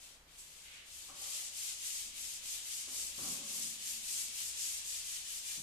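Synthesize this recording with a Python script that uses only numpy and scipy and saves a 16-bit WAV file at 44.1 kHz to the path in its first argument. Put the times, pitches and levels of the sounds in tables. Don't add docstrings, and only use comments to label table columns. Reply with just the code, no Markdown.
import sys
import numpy as np
from scipy import signal
from scipy.fft import rfft, irfft
from scipy.io import wavfile
from scipy.ndimage import uniform_filter1d

SR = 44100
rng = np.random.default_rng(int(sys.argv[2]) if len(sys.argv) > 2 else 0)


def transcribe(signal):
    frames = np.atleast_2d(signal).T
    limited = np.clip(frames, -1, 1)
    pcm = np.round(limited * 32767).astype(np.int16)
    wavfile.write(sys.argv[1], SR, pcm)


N = 247842
T = np.arange(N) / SR
HZ = np.maximum(np.arange(N // 2 + 1) * SR / N, 1)
TOP_HZ = 14300
# (exponent of speed in the power [1], reverberation time [s])
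PAINT_BANDS = [(1.27, 0.42), (0.56, 0.39), (1.66, 0.25)]


def undb(db):
    return 10 ** (np.asarray(db) / 20)


def unit(x):
    return x / np.sqrt(np.mean(x ** 2))


def across(points):
    hz, db = np.transpose(points)
    return np.interp(np.log(HZ), np.log(hz), db)


def shape(x, gain):
    return irfft(rfft(x) * gain, N)


def resonate(x, hz, width_hz):
    return signal.lfilter(*signal.iirpeak(hz, hz / width_hz, fs=SR), x)


def walk(per_s):
    hold = int(SR / per_s)
    steps = np.repeat(rng.standard_normal(N // hold + 1), hold)
    return unit(uniform_filter1d(uniform_filter1d(steps, hold), hold)[:N])


def diffuse(blend_hz=750):
    mid, side = rng.standard_normal((2, N))
    coherence = .93 / (1 + (HZ / blend_hz) ** 4)
    left_right = np.array([[1], [-1]])
    return shape(mid, np.sqrt(1 + coherence)) + left_right * shape(side, np.sqrt(1 - coherence))


def room(power, t60):
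    keep = np.exp(-np.log(1e6) / (t60 * SR))
    return signal.lfilter([1 - keep], [1, -keep], power)


def roller(rasp_hz=4300, fizz_hz=10200, direct_db=-9, patchy_db=0.81, trim_db=-1.0, lag_samples=18):
    # (frequency [Hz], relative spectral level [dB])
    tearing = [(300, -29), (700, -29), (1200, -21), (1600, -18), (2100, -11), (2600, -7), (3150, -5),
               (4100, -4.5), (5500, -2), (6700, 1.04), (8100, 0.5), (9300, -3.5), (11500, -7.5),
               (14000, -13.5)]
    # (frequency [Hz], level difference [dB])
    left_excess = [(500, 0), (1300, 2.5), (3100, 5), (5000, 2), (6600, -.3), (9500, 6.5), (14000, 7.5)]
    crackle = snaps(per_s=7000, spread_db=-1.0)
    direct = rfft(np.array([np.pad(crackle, (lag_samples, 0))[:N], crackle]))
    clusters = undb(0.61 * walk(700))
    scattered = rfft(clusters * np.array([snaps(per_s=30000, spread_db=1.5) for _ in range(2)]))
    rasp = 1 / (1 + (HZ / rasp_hz) ** 8)
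    fizz = 1 / (1 + (fizz_hz / HZ) ** 14)
    hiss = 1 - rasp - fizz
    paint = undb(across(tearing) + np.array([[.5], [-.5]]) * across(left_excess)) * (HZ < TOP_HZ)
    out = 0
    for band, power, (_, t60) in zip((hiss, rasp, fizz), stroke_power(), PAINT_BANDS):
        colour = unit(paint * band)
        heard = irfft(scattered * colour, N) * np.sqrt(room(power, t60))
        heard += irfft(direct * colour, N) * np.sqrt(power) * undb(direct_db)
        out += heard * undb(trim_db + patchy_db * walk(28))
    return out


def snaps(per_s, spread_db):
    size = undb(spread_db * np.minimum(rng.standard_exponential(N), 7))
    return unit((rng.random(N) < per_s / SR) * size * rng.choice([-1, 1], N))


def stroke_power(last_turn_s=5.587, overlap_s=0.01, first_rest_s=0.11, firm_db=-41):
    # (start time [s], relative level [dB])
    strokes = [(-0.1, -56.5), (0.261, -57.5), (0.825, -51), (1.123, -41.5), (1.501, -41), (1.75, -42),
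               (2.108, -43.5), (2.395, -41.7), (2.61, -42), (2.852, -41), (3.118, -40), (3.415, -40.5),
               (3.768, -40.5), (3.992, -39), (4.297, -39.5), (4.52, -39.5), (4.816, -40.5), (5.006, -41.8),
               (5.22, -42.5), (5.408, -41.2)]
    starts, levels_db = np.transpose(strokes)
    ends = np.append(starts[1:], last_turn_s) + overlap_s
    ends[0] -= first_rest_s
    exponents = np.array(PAINT_BANDS)[:, :1]
    peeling = np.zeros((3, N))
    for start, end in zip(starts, ends):
        during = (T > start) & (T < end)
        fastest = start + 0.053 + 0.24 * (end - start)
        speed = np.sin(np.interp(T[during], [start, fastest, end], [0, np.pi / 2, 0]))
        peeling[:, during] += speed ** exponents
    hiss_db = np.interp(T, (starts + ends) / 2, levels_db)
    lightness_db = firm_db - hiss_db
    rasp_db = hiss_db - 9.5 + 0.34 * lightness_db
    fizz_db = hiss_db - 8.2 + 0.06 * lightness_db
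    return peeling * undb([hiss_db, rasp_db, fizz_db]) ** 2


def skid(start=0.61, end=.85, db=-55.0, hz=2550, width_hz=2300):
    push = np.abs(np.sin(np.pi * np.clip((T - start) / (end - start), 0, 1)))
    friction = rng.standard_normal((2, N))
    rub = resonate(resonate(friction, hz, width_hz), hz, width_hz)
    return unit(rub) * undb(db) * np.sqrt(room(push, t60=0.34))


def early_reflections(x, sway_s=0.000304):
    # (nominal delay [s], gain [dB])
    echoes = [(.0017, -16), (.0034, -14), (.0061, -13.5), (.0097, -16)]
    out = x.copy()
    for delay, db in echoes:
        for ear in range(2):
            lag = delay * rng.uniform(.8, 1.2) + sway_s * walk(2.5)
            out[ear] += undb(db) * np.interp(T - lag, T, x[ear])
    return out * np.sqrt(np.mean(x ** 2) / np.mean(out ** 2))


def frame_scrape(start=0.377, scrape_db=-53, ring_db=-56):
    grip = np.clip((T - start) / .01, 0, 1)
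    since_release = np.maximum(T - start - .033, 0)
    scrape = unit(resonate(rng.standard_normal((2, N)), hz=7400, width_hz=3200))
    scrape *= np.exp(-since_release / .025)
    ring = unit(resonate(rng.standard_normal((2, N)), hz=7750, width_hz=250))
    ring *= np.exp(-since_release / .065)
    return grip * (undb(scrape_db) * scrape + undb(ring_db) * ring)


def knocks(gain_db=13, build_t60=0.037):
    # (time [s], relative level [dB], strongest frequency [Hz], fall to each side [dB/octave])
    impacts = [(1.083, -55.5, 700, 5), (1.2, -57, 710, 8), (2.03, -61.5, 245, 15), (2.869, -55, 378, 6),
               (3.177, -43, 196, 5.5), (3.245, -50, 270, 3.5), (3.52, -54, 205, 6),
               (5.57, -43.5, 125, 12.5)]
    # (frequency [Hz], bandwidth [Hz], gain [dB], reverberation time [s])
    modes = [(88.5, 13, -1, 0.56), (138, 23, 1, 0.67), (179, 24, 1, 1.5), (219, 29, 0, 2.4),
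             (258, 28, 3, 1.05), (363, 46, -4, 1.55), (557, 50, -1.5, 1.9), (792, 57, -1, 1.7),
             (1100, 250, 1, 1.33), (1320, 210, -14, 0.95)]
    times, levels_db, centre_hz, fall_db = np.transpose(impacts)
    onsets = np.minimum(times * SR, N - 1).astype(int)
    field, out = diffuse(), 0
    for hz, width_hz, mode_db, t60 in modes:
        blows = np.zeros(N)
        blows[onsets] = undb(levels_db - fall_db * np.abs(np.log2(hz / centre_hz))) ** 2
        energy = room(room(blows, build_t60), t60) * t60 * SR / np.log(1e6)
        boom = resonate(field * np.sqrt(energy), hz, width_hz)
        out += undb(gain_db + mode_db) * resonate(boom, hz, 3 * width_hz)
    return out


def background(rumble_db=-64.5):
    # (frequency [Hz], relative spectral level [dB])
    rumble_spectrum = [(20, -3.5), (31, 1), (42, -7), (50, -15), (63, 1.5), (73, -2.5), (84, -14),
                       (105, -8), (140, -11), (230, -12.5), (380, -13.5), (590, -12), (1900, -12.5),
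                       (14000, -24.5)]
    # (frequency [Hz], level [dB])
    tones = [(31, -73.5), (61, -76), (98, -83.5), (157, -86), (248, -95), (550, -88.5)]
    sway = undb(.7 * walk(3))
    out = unit(shape(diffuse(), undb(across(rumble_spectrum)))) * undb(rumble_db) * sway
    for hz, db in tones:
        amplitude = undb(db + 3.5 * walk(2.13))
        phase = 2 * np.pi * np.cumsum(hz + 2.5 * walk(9)) / SR
        out += amplitude * np.sin(phase)
    return out


def scene():
    return early_reflections(roller() + skid()) + frame_scrape() + knocks() + background()


def record(dry):
    return signal.sosfilt(signal.ellip(12, .1, 80, TOP_HZ, fs=SR, output="sos"), dry)


dry = scene()
out = record(dry)
transcribe(out)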